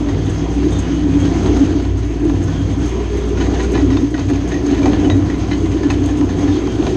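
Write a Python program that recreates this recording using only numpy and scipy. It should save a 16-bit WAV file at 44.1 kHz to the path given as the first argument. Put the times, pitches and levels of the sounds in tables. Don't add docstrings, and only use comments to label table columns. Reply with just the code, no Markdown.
import sys
import numpy as np
from scipy import signal
from scipy.io import wavfile
from scipy.ndimage import uniform_filter1d

SR = 44100
rng = np.random.default_rng(int(sys.argv[2]) if len(sys.argv) > 2 else 0)


def convert_level_to_amplitude(level_db):
    exponent = np.asarray(level_db, float) / 20
    return 10 ** exponent


def wav_out(sig):
    wavfile.write(sys.argv[1], SR, np.round(np.clip(np.atleast_2d(sig).T, -1, 1) * 32767).astype(np.int16))


N = 306936


# [t/s, firing f/Hz, firing tone level/dB]
ENGINE_SPEED = [(0.0, 56.6, -22.5), (0.2, 54, -23.5), (0.3, 56.5, -25.5), (0.6, 60.74, -19.5),
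                (.8, 60.3, -21.5), (1.36, 60.3, -20.5), (1.57, 60.3, -17), (1.68, 60.9, -24.5),
                (1.9, 59.63, -18), (2.19, 55.44, -22), (2.34, 53.9, -20), (2.44, 58, -27),
                (2.71, 59.25, -21.5), (3.86, 60.63, -17), (4.03, 59.4, -24.5), (6.0, 60.2, -23),
                (6.96, 58.8, -26.5)]
# [t/s, level/dB]
PUMP_LEVEL = [(0, -31), (.4, -22), (.85, -29.5), (1.4, -25), (1.7, -40), (2.0, -35.5), (2.3, -38),
              (2.5, -23.5), (2.7, -32), (2.9, -38), (3.6, -50), (4.2, -40.5), (6.96, -44)]
# [t/s, f/Hz, level/dB]
TURBO_WHINE = [(0, 12000, -92), (1.7, 12200, -88), (2.0, 11500, -80), (2.3, 10500, -78), (2.45, 10600, -78),
               (2.6, 11500, -78), (3.0, 11800, -79), (3.7, 11900, -79), (4.5, 11600, -80),
               (4.9, 11900, -81), (5.2, 12300, -90), (6.96, 12300, -95)]
# [f/Hz, nominal width/Hz, relative level/dB]
BOOM_MODES = [(93.6, 1.45, -2), (102.8, 13, -9)]
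# [f/Hz, nominal width/Hz, relative level/dB]
DRONE_MODES = [(273.4, 19, -2.5), (285.1, 16.8, 1.5), (293.6, 8.7, 1), (314.5, 11.7, -7.5),
               (331.2, 13.7, -4), (369.7, 15.3, -8.5), (409.3, 22, -11.5)]
# [t/s, slope/dB per octave]
PANEL_LEAN = [(0, 1.5), (.5, -7), (.85, 11), (1.1, -21.5), (1.4, 4.5), (1.6, 1.5), (2.0, 1.5), (2.35, -4.5),
              (2.65, -18.5), (2.85, 8.5), (3.0, 48.5), (3.3, 38.5), (3.4, 17.5), (3.5, -9), (3.62, 38.5),
              (3.77, 27), (3.9, -19.5), (4.3, -4.5), (4.8, 6.5), (5.1, -4.5), (5.6, 3), (5.9, 3),
              (6.2, -10.5), (6.6, 10), (6.96, 13)]
# [start t/s, length/s, level/dB]
FLOOR_LURCHES = [(0.037, 0.4, -16.5), (0.696, 0.12, -18), (1.024, 0.29, -17.5), (1.358, 0.056, -26),
                 (1.474, 0.084, -16), (1.668, 0.079, -20.5), (1.873, 0.17, -16), (2.293, 0.23, -15),
                 (2.586, 0.18, -15.5), (3.354, 0.24, -19.5), (3.79, 0.21, -14.5), (4.216, 0.14, -16),
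                 (4.791, 0.061, -20), (4.917, 0.1, -20), (5.061, 0.22, -12), (5.427, 0.022, -17.5),
                 (5.519, 0.04, -20), (5.651, 0.029, -16), (5.735, 0.046, -33), (5.943, 0.15, -17.5),
                 (6.233, 0.09, -16), (6.408, 0.14, -15), (6.708, 0.075, -19.5)]
# [start t/s, length/s, level/dB]
LOUDER_DRONE = [(0.004, 0.033, -14), (0.558, 0.17, -11.5), (0.903, 0.032, -18), (0.926, 0.035, -14),
                (1.007, 0.044, -13), (1.062, 0.057, -10.5), (1.153, 0.021, -7), (1.211, 0.079, -10.5),
                (1.327, 0.056, -13.5), (1.46, 0.12, -10), (1.58, 0.12, -10), (1.71, 0.043, -10.5),
                (1.756, 0.056, -15.5), (2.224, 0.088, -9), (2.336, 0.019, -9), (2.794, 0.016, -18),
                (3.413, 0.099, -13), (3.68, 0.37, -10.5), (3.987, 0.063, -6.5), (4.118, 0.027, -13.5),
                (4.296, 0.047, -11.5), (4.355, 0.019, -13), (4.56, 0.052, -16.5), (4.658, 0.091, -8.5),
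                (4.796, 0.14, -9), (4.977, 0.029, -13), (5.035, 0.028, -3.5), (5.068, 0.19, -11.5),
                (5.337, 0.033, -16.5), (5.54, 0.03, -11.5), (5.633, 0.027, -11.5), (5.753, 0.012, -12),
                (5.793, 0.12, -12), (5.958, 0.062, -10), (6.059, 0.018, -10.5), (6.098, 0.037, -13),
                (6.161, 0.12, -9.5), (6.335, 0.37, -12.5), (6.79, 0.022, -11.5), (6.88, 0.041, -14.5)]
# [t/s, level/dB]
EFFORT_LEVEL = [(0.0, -33.5), (1.01, -32.5), (1.38, -30.5), (1.63, -29.5), (1.92, -37), (2.19, -36),
                (2.42, -33), (2.93, -33), (3.61, -32), (4.11, -37), (4.36, -34), (4.67, -33), (4.96, -31),
                (5.31, -33.5), (6.05, -33), (6.45, -32), (6.65, -33), (6.96, -30.5)]
# [f/Hz, relative level/dB per Hz]
RUMBLE_COLOUR = [(22, 1.5), (45, 8.5), (78, 16), (140, 11), (180, 12.5), (200, 4), (232, 18.5), (262, 14.5),
                 (320, 14.5), (450, 4.5), (560, -3), (720, -2.5), (850, -13), (1050, -11.5), (1300, -33)]
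# [f/Hz, relative level/dB per Hz]
CLATTER_COLOUR = [(900, 7.5), (1300, 3.5), (2000, 1), (2500, 1.5), (3200, -3), (4200, -4), (5500, -5),
                  (7200, -11.5), (9000, -41.5), (10200, -36), (11100, -43), (12600, -44)]
# [f/Hz, width/Hz, level over the roar/dB]
HOOD_MODES = [(693, 37, 2.5), (788, 2.6, 5.5), (990, 37, -3), (1740, 270, -13), (1990, 36, -17),
              (3230, 220, -0.5)]
# [t/s, peak level/dB, top end against the rest/dB]
FITTING_TICKS = [(.0725, -43, -12), (0.247, -31, -12), (0.291, -24.5, -26), (.5342, -34, -14),
                 (.7048, -26, -23), (.725, -29, -17), (0.7813, -25, -22), (1.197, -25, -25),
                 (1.2501, -39, -11), (1.4282, -31, -10), (1.5664, -34, -4), (1.9699, -32, -22),
                 (2.24, -31.5, -7), (2.298, -39, -1), (2.323, -44, -14), (2.4269, -30.5, -9),
                 (2.853, -32, -9), (3.6252, -25, -19), (3.7165, -26, -7), (4.0, -34, -9),
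                 (4.1016, -30, -17), (4.285, -28, -12), (4.474, -30, -13), (4.659, -30, -15),
                 (5.0409, -35, -12), (5.2452, -42, -9), (5.5727, -41, -5), (5.7184, -33, -15),
                 (5.904, -26, -21), (6.0492, -28, -13), (6.1674, -28.5, -13), (6.3904, -32, -11),
                 (6.8319, -37, -4)]
# [t/s, peak level/dB, thud level/dB, f that rings most/Hz, t60/s]
TRACK_CLANKS = [(.087, -21, -22, 1885, 0.1), (.1454, -40, -27.5, 1710, 0.19),
                (0.2585, -27, -31.5, 1480, 0.5), (.378, -31, -33, 3260, 0.48),
                (.6305, -25.5, -37, 1660, 0.92), (0.7196, -25, -26.5, 3610, 0.25),
                (1.2501, -24, -24, 3240, 0.23), (1.4304, -27, -29, 1280, 0.19),
                (1.4606, -25, -18, 1830, 0.39), (1.5664, -25, -20, 1364, 0.1),
                (1.798, -28, -30, 1298, 0.11), (1.8502, -24, -23, 1464, 0.065),
                (2.1068, -30, -34, 2458, 0.11), (2.296, -27, -23, 1325, 0.19),
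                (2.4809, -25, -24, 1479, 0.19), (2.5674, -32, -36, 1478, 0.27),
                (3.3724, -18.5, -27, 1433, 0.14), (3.4013, -15.5, -27.5, 1830, 0.18),
                (3.408, -14.5, -40, 3046, 0.15), (3.44, -25, -26, 1725, 0.19),
                (3.4645, -30, -27, 1980, 0.24), (3.5381, -18.5, -26, 1760, 0.23),
                (3.553, -29, -33, 1900, 0.24), (3.577, -26, -35, 1740, .2), (3.5958, -19, -23, 1900, 0.23),
                (3.602, -17, -31, 1006, 0.09), (3.6296, -18.5, -40, 1424, 0.17),
                (3.645, -33, -36, 1250, 0.14), (3.734, -17, -36, 2414, 0.17),
                (3.7468, -14, -30, 1733, 0.05), (3.752, -15, -17, 990, 0.17),
                (3.7758, -17.5, -19, 1930, 0.17), (3.8, -25, -22, 1465, .15), (3.812, -26, -37, 2980, 0.16),
                (3.926, -21, -32, 2690, 0.13), (3.903, -19, -22, 1903, 0.29),
                (3.9662, -27, -24, 1836, 0.097), (3.97, -19, -17.5, 3605, 0.081),
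                (4.142, -17.5, -23, 1900, 0.18), (4.179, -27, -19, 975, 0.083),
                (4.193, -18, -23, 3230, 0.23), (4.2862, -21.5, -27.5, 2400, 0.22),
                (4.3, -29, -20, 1740, .15), (4.334, -23, -27, 1710, .2), (4.356, -28, -27, 1880, 0.25),
                (4.4744, -28, -29, 1530, 0.26), (4.515, -16.5, -26, 1860, 0.15),
                (4.541, -17.5, -26, 1910, 0.18), (4.565, -32, -37, 2407, .2), (4.66, -20, -31, 1257, 0.42),
                (4.7091, -16.5, -24.5, 2700, 0.47), (4.7787, -22.5, -24.5, 1740, 0.19),
                (4.817, -22, -36, 990, 0.11), (4.8295, -17.5, -29, 2346, 0.14),
                (4.8569, -14, -13.5, 765, 0.27), (4.862, -28, -26, 2540, 0.14),
                (4.868, -29, -32, 1576, 0.12), (4.9332, -17.5, -18, 1740, 0.14),
                (5.046, -18.5, -26.5, 3000, 0.11), (5.0997, -15, -16.5, 1966, 0.2),
                (5.2234, -37, -24, 2185, 0.096), (5.2994, -18, -24.5, 1928, 0.1),
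                (5.3401, -24.5, -33, 2060, 0.11), (5.5121, -14.5, -21, 2050, 0.14),
                (5.53, -20, -33, 3020, 0.093), (5.6588, -28, -27, 2055, .11),
                (5.715, -23, -26.5, 1345, 0.2), (5.8319, -17, -23, 1740, 0.15),
                (5.9014, -12.5, -15, 1820, 0.087), (5.903, -19, -32, 2580, 0.056),
                (5.905, -18, -40, 4600, 0.21), (5.915, -22.5, -34, 3020, 0.25),
                (6.0379, -27, -26.5, 3053, 0.14), (6.0876, -20.5, -24, 1740, 0.18),
                (6.2105, -36, -20, 1204, 0.39), (6.2895, -21, -31, 1712, 0.23),
                (6.3884, -31, -23.5, 1665, 0.23), (6.4303, -33, -24, 1240, 0.13),
                (6.475, -19.5, -31, 1740, .13), (6.6726, -30, -20, 1350, 0.14),
                (6.7825, -24, -37, 1228, 0.5), (6.8263, -31, -22.5, 1900, 0.38),
                (6.8671, -17, -16, 1810, 0.17)]
# [f/Hz, relative level/dB]
STEEL_MODES = [(770, 8.5), (990, 6), (1260, -5), (1465, 7.5), (1725, 9), (1880, 5.5), (1930, 4.5),
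               (2000, 6), (2380, 5.5), (2570, 5), (3004, 3), (3250, -11.5), (3620, -3.5), (3830, 3),
               (4200, 2), (4530, -9.5), (5360, -4)]
# [start t/s, end t/s, start f/Hz, end f/Hz, level/dB]
STEEL_SQUEALS = [(0.103, 0.162, 3680, 3700, -46), (0.212, 0.33, 3510, 3440, -49.5),
                 (0.289, 0.62, 3280, 3180, -51), (0.36, 0.48, 3320, 3320, -50),
                 (0.707, 0.8, 3640, 3620, -43), (0.711, 0.76, 3200, 3200, -46),
                 (0.774, 1.093, 2940, 2980, -48), (0.94, 1.05, 3140, 3240, -55),
                 (1.187, 1.3, 3240, 3300, -42), (1.299, 1.42, 3203, 3228, -52),
                 (2.433, 2.55, 1500, 1500, -41), (2.555, 2.59, 1450, 1453, -40),
                 (2.558, 2.598, 1640, 1650, -46), (2.59, 2.64, 1530, 1510, -44),
                 (2.8, 2.868, 1494, 1560, -48), (2.498, 2.67, 3280, 3210, -46),
                 (2.776, 2.86, 3230, 3290, -50), (2.59, 2.665, 3140, 3250, -50),
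                 (6.423, 6.455, 3230, 3230, -42), (6.476, 6.55, 3680, 3600, -42),
                 (6.631, 6.77, 3250, 3180, -47.5), (6.665, 6.78, 3090, 3090, -45),
                 (6.669, 6.76, 3660, 3650, -52), (6.8, 6.915, 3210, 3230, -47),
                 (6.86, 6.96, 3140, 3090, -50)]

PUMP_ORDER, SECOND_ORDER_DB = 2.75, -35
LEAN_PIVOT_HZ = 300
BOOM_REST_DB = -34.5
DRONE_DB, DRONE_FOLLOWS = -22.5, 0.48
LURCH_EDGE_S, LOUDER_EDGE_S = 0.064, 0.021
CLATTER_DB, CLATTER_FOLLOWS = -43.5, 1
CLATTER_DB_PER_HZ, GOVERNED_HZ = 0.1, 60
SHAKE_DB, SHAKE_MOST, SHAKE_EARLY_S, SHAKE_LATE_S = 15.5, 1.0, 0.016, 0.031
TICK_T60_S = 0.16
SIZZLE_DB, SIZZLE_FOLLOWS = -31, 0.58
THUD_T60_S = 0.22
WOBBLE_DB = 2.5
CLEAR_RING, CLEAR_FALLS = 0.5, 1.9
CRACK = 0.7
LINK_HZ, LINK_OCTAVES, LINK_RING = 2000, 0.05, 0.55
PLATE_HZ, PLATE_RING = 1100, 0.5
HOOD_KNOCK = 0.45
SNAP_DB, SNAP_S = -4, 0.0022
SINGLE_OUT_DB = 190
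SQUEAL_FLUTTER_HZ, SQUEAL_STEADY = 25, 2.6
PORT_HZ, PORT_WIDTH_HZ, PORT_DB = 6407, 450, 7.5
TOP_CUT_HZ, CEILING = 11800, 1.1
TOP_BAND_DB, TOP_BAND_FOLLOWS = -76.5, 0.8


def rms_one(x):
    return x / np.sqrt(np.mean(x ** 2) + 1e-20)


def in_time(rows):
    s, *columns = np.transpose(rows)
    return [np.interp(np.arange(N) / SR, s, c) for c in columns]


def drift(rate_hz):
    r = np.exp(-80 * np.pi * rate_hz / SR)
    slow = signal.lfilter([1], [1, -2 * r, r * r], rng.standard_normal(N // 40 + 2002))[2000:]
    return np.interp(np.arange(N) / 40, np.arange(len(slow)), rms_one(slow))


def resonate(x, hz, width_hz):
    r = np.exp(-np.pi * width_hz / SR)
    poles = [1, -2 * r * np.cos(2 * np.pi * hz / SR), r * r]
    return signal.lfilter([(1 - r * r) / 2, 0, (r * r - 1) / 2], poles, x)


def tone(hz):
    return np.sqrt(2) * np.sin(2 * np.pi * np.cumsum(hz) / SR + rng.uniform(0, 2 * np.pi))


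def bandpass(x, order, low_hz, high_hz):
    return signal.sosfilt(signal.butter(order, [low_hz, high_hz], "band", fs=SR, output="sos"), x)


def in_band(x, low_hz, high_hz):
    part = bandpass(x, 4, low_hz, high_hz)
    return x / np.sqrt(np.mean(part ** 2))


def burst(count, low_hz, high_hz):
    return rms_one(bandpass(rng.standard_normal(count), 3, low_hz, high_hz))


def lumps(count, spread_db, size):
    return convert_level_to_amplitude(spread_db * np.repeat(rng.standard_normal(count // size + 1), size)[:count])


def banded_noise(spectrum, patchy_db, flicker_rate):
    hz, level_db = np.transpose(spectrum)
    edges = np.geomspace(hz[0], min(hz[-1], 0.44 * SR), int(3 * np.log2(hz[-1] / hz[0])) + 1)
    together = drift(flicker_rate)
    white = rng.standard_normal((2, N))
    out = 0
    for k, (low, high) in enumerate(zip(edges, edges[1:])):
        centre_db = np.interp(np.log(low * high) / 2, np.log(hz), level_db)
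        flicker_db = patchy_db * (together + 1.34 * drift(flicker_rate))
        out = out + bandpass(white[k % 2], 2, low, high) * convert_level_to_amplitude(centre_db + flicker_db)
    return out


def add(out, s, sound):
    i = round(s * SR)
    out[i:i + len(sound)] += sound[:N - i]


def engine():
    firing_hz, firing_db = in_time(ENGINE_SPEED)
    pump_db, = in_time(PUMP_LEVEL)
    whine_hz, whine_db = in_time(TURBO_WHINE)
    firing = convert_level_to_amplitude(firing_db + 0.25 * drift(3.9)) * tone(firing_hz)
    octave = convert_level_to_amplitude(SECOND_ORDER_DB + 4 * drift(5)) * tone(2 * firing_hz + drift(5))
    pump = convert_level_to_amplitude(pump_db + 2.5 * drift(5)) * tone(PUMP_ORDER * firing_hz + 1.5 * drift(4))
    turbo = convert_level_to_amplitude(whine_db + 3.5 * drift(15)) * tone(whine_hz + 60 * drift(60))
    return firing + octave + pump + turbo


def effort():
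    level_db, = in_time(EFFORT_LEVEL)
    return level_db, level_db - level_db.mean()


def swells(rest_db, rows, edge_s):
    t = np.arange(N) / SR
    power = convert_level_to_amplitude(2 * rest_db) + np.zeros(N)
    for start, length, level_db in rows:
        i = max(round((start - edge_s) * SR), 0)
        j = round((start + length + edge_s) * SR)
        arch = np.sin(np.pi * (t[i:j] - start + edge_s) / (length + 2 * edge_s)) ** 2
        power[i:j] += convert_level_to_amplitude(2 * (level_db - 2.5)) * arch
    return np.sqrt(power)


def shaken(modes, evening, lean_db=0):
    jolts = rng.standard_normal((2, N)) * convert_level_to_amplitude(2 * drift(51))
    ring = 0
    for k, (hz, width_hz, db) in enumerate(modes):
        once = resonate(jolts[k % 2], hz, 1.39 * width_hz)
        mode = rms_one(resonate(once, hz, 1.39 * width_hz))
        ring = ring + convert_level_to_amplitude(db + lean_db * np.log2(hz / LEAN_PIVOT_HZ)) * mode
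    loudness = np.sqrt(uniform_filter1d(ring ** 2, size=5000) + 1e-9)
    return rms_one(ring / loudness ** np.clip(evening, 0, 1))


def cab():
    boom_gain = swells(BOOM_REST_DB + 2.0 * drift(7.5), FLOOR_LURCHES, LURCH_EDGE_S)
    drone_db = DRONE_DB + DRONE_FOLLOWS * effort()[1] + 1.0 * drift(3.7)
    drone_gain = swells(drone_db, LOUDER_DRONE, LOUDER_EDGE_S)
    boom = boom_gain * shaken(BOOM_MODES, evening=0.8)
    return boom + drone_gain * shaken(DRONE_MODES, evening=1.0, lean_db=in_time(PANEL_LEAN)[0])


def shake():
    t = np.arange(0, N, 50) / SR
    shaking = 1
    for s, _, thud_db, *_ in TRACK_CLANKS:
        lift = SHAKE_MOST * np.tanh(convert_level_to_amplitude(thud_db + SHAKE_DB) / SHAKE_MOST)
        shaking = shaking + lift * np.exp(-np.maximum((s - t) / SHAKE_EARLY_S, (t - s) / SHAKE_LATE_S))
    return np.interp(np.arange(N) / SR, t, shaking)


def roar():
    body_db, swing_db = effort()
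    body = in_band(banded_noise(RUMBLE_COLOUR, patchy_db=-0.96, flicker_rate=4.4), 428.5, 1100)
    clatter = in_band(banded_noise(CLATTER_COLOUR, patchy_db=1.1, flicker_rate=8.1), 4820, 7660)
    shaking = shake()
    bog_db = CLATTER_DB_PER_HZ * (in_time(ENGINE_SPEED)[0] - GOVERNED_HZ)
    clatter_db = CLATTER_DB + CLATTER_FOLLOWS * swing_db - 3.5 + bog_db
    noise = convert_level_to_amplitude(body_db - 1.0) * shaking ** 0.88 * body + convert_level_to_amplitude(clatter_db) * shaking ** 0.087 * clatter
    return noise + sum(convert_level_to_amplitude(db) * resonate(noise, hz, width_hz) for hz, width_hz, db in HOOD_MODES)


def ticks():
    out, t = np.zeros(N), np.arange(int(0.2 * SR)) / SR
    faint = [(u * (N - 1) / SR, -46 + 11.0 * v, -16 + 12.0 * w) for u, v, w in rng.random((70, 3))]
    for s, peak_db, top_db in FITTING_TICKS + faint:
        sound = burst(len(t), 6000, 8450) + convert_level_to_amplitude(top_db) * burst(len(t), 8800, 14000)
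        sound = sound * lumps(len(t), 4, 150) * (1 - np.exp(-t / 0.004))
        t60 = TICK_T60_S * rng.uniform(0.57, 1.1)
        add(out, s, sound * convert_level_to_amplitude(peak_db - 14.0 - 60 * t / t60))
    return out


def bounces(t, count):
    hz, mode_db = np.transpose(STEEL_MODES)
    which, late = rng.integers(0, len(hz), count), rng.uniform(0, 0.07, (count, 1))
    since = np.maximum(t - late, 0)
    pitch = hz[which, None] * (1 + rng.normal(0, 0.028, (count, 1)))
    pings = np.sin(2 * np.pi * pitch * since) * convert_level_to_amplitude(-60 * since / 0.05)
    return convert_level_to_amplitude(mode_db[which] + rng.normal(0, 1.1, count)) @ pings


def steel_ring(t, loud_hz, bare):
    hz, mode_db = np.transpose(STEEL_MODES)
    near_db = -SINGLE_OUT_DB * abs(np.log2(hz / loud_hz))
    overtone_db = -16 * (1 - bare) - 120 * abs(np.log2(hz / (1.93 * loud_hz)))
    stand_out_db = np.maximum(np.maximum(near_db, overtone_db), -15 - 9 * bare)
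    strength = convert_level_to_amplitude(mode_db + stand_out_db + rng.normal(0, 2.5, len(hz)))
    pitch = hz * (1 + rng.normal(0, 0.005, len(hz)))
    pitch[near_db.argmax()] = loud_hz
    wobble = convert_level_to_amplitude(WOBBLE_DB * rng.standard_normal((len(hz), 26)))
    wobble = np.array([np.interp(t, np.arange(26) / 100, row) for row in wobble])
    return rms_one(strength @ (wobble * np.sin(2 * np.pi * pitch[:, None] * t)))


def clank(peak_db, thud_db, sizzle_db, loud_hz, clear, t60, bare):
    t = np.arange(int(0.25 * SR)) / SR
    n = len(t)
    ring = steel_ring(t, loud_hz, bare)
    uneven = lumps(n, 2.8, 200)
    hash_noise = (1 - np.exp(-t / (0.054 * t60))) * uneven * burst(n, 1000, 4000)
    rattle = 0.57 * hash_noise + 0.42 * bounces(t, count=14)
    clear = np.clip(clear, 0, 0.92)
    bright = convert_level_to_amplitude(peak_db - 8) * (np.sqrt(clear) * ring + np.sqrt(1 - clear) * rattle)
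    hood_hz = np.transpose(HOOD_MODES)[0][:3, None]
    knock_waves = np.sin(2 * np.pi * hood_hz * rng.normal(1, 0.02, (3, 1)) * t)
    knock = convert_level_to_amplitude(rng.normal(0, 2.5, 3)) @ knock_waves
    thud = convert_level_to_amplitude(thud_db - 7.0 - 60 * t / THUD_T60_S) * (burst(n, 480, 1196) + HOOD_KNOCK * knock)
    sizzle = convert_level_to_amplitude(sizzle_db - 13.5) * uneven * (1 - np.exp(-t / 0.0004)) * burst(n, 4000, 6950)
    snap = convert_level_to_amplitude(thud_db + SNAP_DB) * np.exp(-t / SNAP_S) * burst(n, 550, 3800)
    cracked = bright * (1 + CRACK * np.exp(-t / 0.0018))
    envelope = (1 - np.exp(-t / 0.00099)) * convert_level_to_amplitude(-60 * t / max(t60, 0.03))
    return envelope * (cracked + thud + sizzle) + snap


def tracks():
    out = np.zeros(N)
    for s, peak_db, thud_db, loud_hz, t60 in TRACK_CLANKS:
        bare = np.exp(-(np.log2(loud_hz / LINK_HZ) / LINK_OCTAVES) ** 2)
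        clear = LINK_RING * bare + PLATE_RING * (loud_hz < PLATE_HZ)
        clear += CLEAR_RING * min(0.13 / t60, 1.2) ** CLEAR_FALLS
        sizzle_db = SIZZLE_DB + SIZZLE_FOLLOWS * (peak_db + 22.0)
        add(out, s, clank(peak_db, thud_db, sizzle_db, loud_hz, clear, t60, bare))
    for u, v, w in rng.random((60, 3)):
        small = clank(-36 + 7 * v, -36 + 7 * w, -44 + 7 * v, 1200 * 1.6 ** w, clear=0.39, t60=0.25, bare=0)
        add(out, u * (N - 1) / SR, small)
    return out


def squeals():
    out = np.zeros(N)
    for start, end, start_hz, end_hz, level_db in STEEL_SQUEALS:
        n = int((end - start) * SR)
        flutter = 1 + drift(SQUEAL_FLUTTER_HZ)[:n] / SQUEAL_STEADY
        wander = 1 + 0.005 * drift(20)[:n]
        squeal = tone(wander * np.linspace(start_hz, end_hz, n))
        add(out, start, convert_level_to_amplitude(level_db) * flutter * np.hanning(n) ** 0.34 * squeal)
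    return out


def scene():
    return (engine() + cab() + roar() + ticks() + tracks() + squeals())[None]


def band_limit(x):
    return signal.sosfilt(signal.butter(12, 15750, fs=SR, output="sos"), x)


def record(dry):
    once = resonate(dry, PORT_HZ, PORT_WIDTH_HZ)
    ported = dry + convert_level_to_amplitude(PORT_DB) * resonate(once, PORT_HZ, 2.4 * PORT_WIDTH_HZ)
    rounded = CEILING * np.tanh(ported / CEILING)
    dulled = signal.sosfilt(signal.butter(14, TOP_CUT_HZ, fs=SR, output="sos"), rounded)
    top_band_gain = convert_level_to_amplitude(TOP_BAND_DB + 2.5 * drift(12)) * shake() ** TOP_BAND_FOLLOWS
    top_band = top_band_gain * burst(N, 13200, 15700)
    return band_limit(dulled + top_band)


dry = scene()
out = record(dry)
wav_out(out)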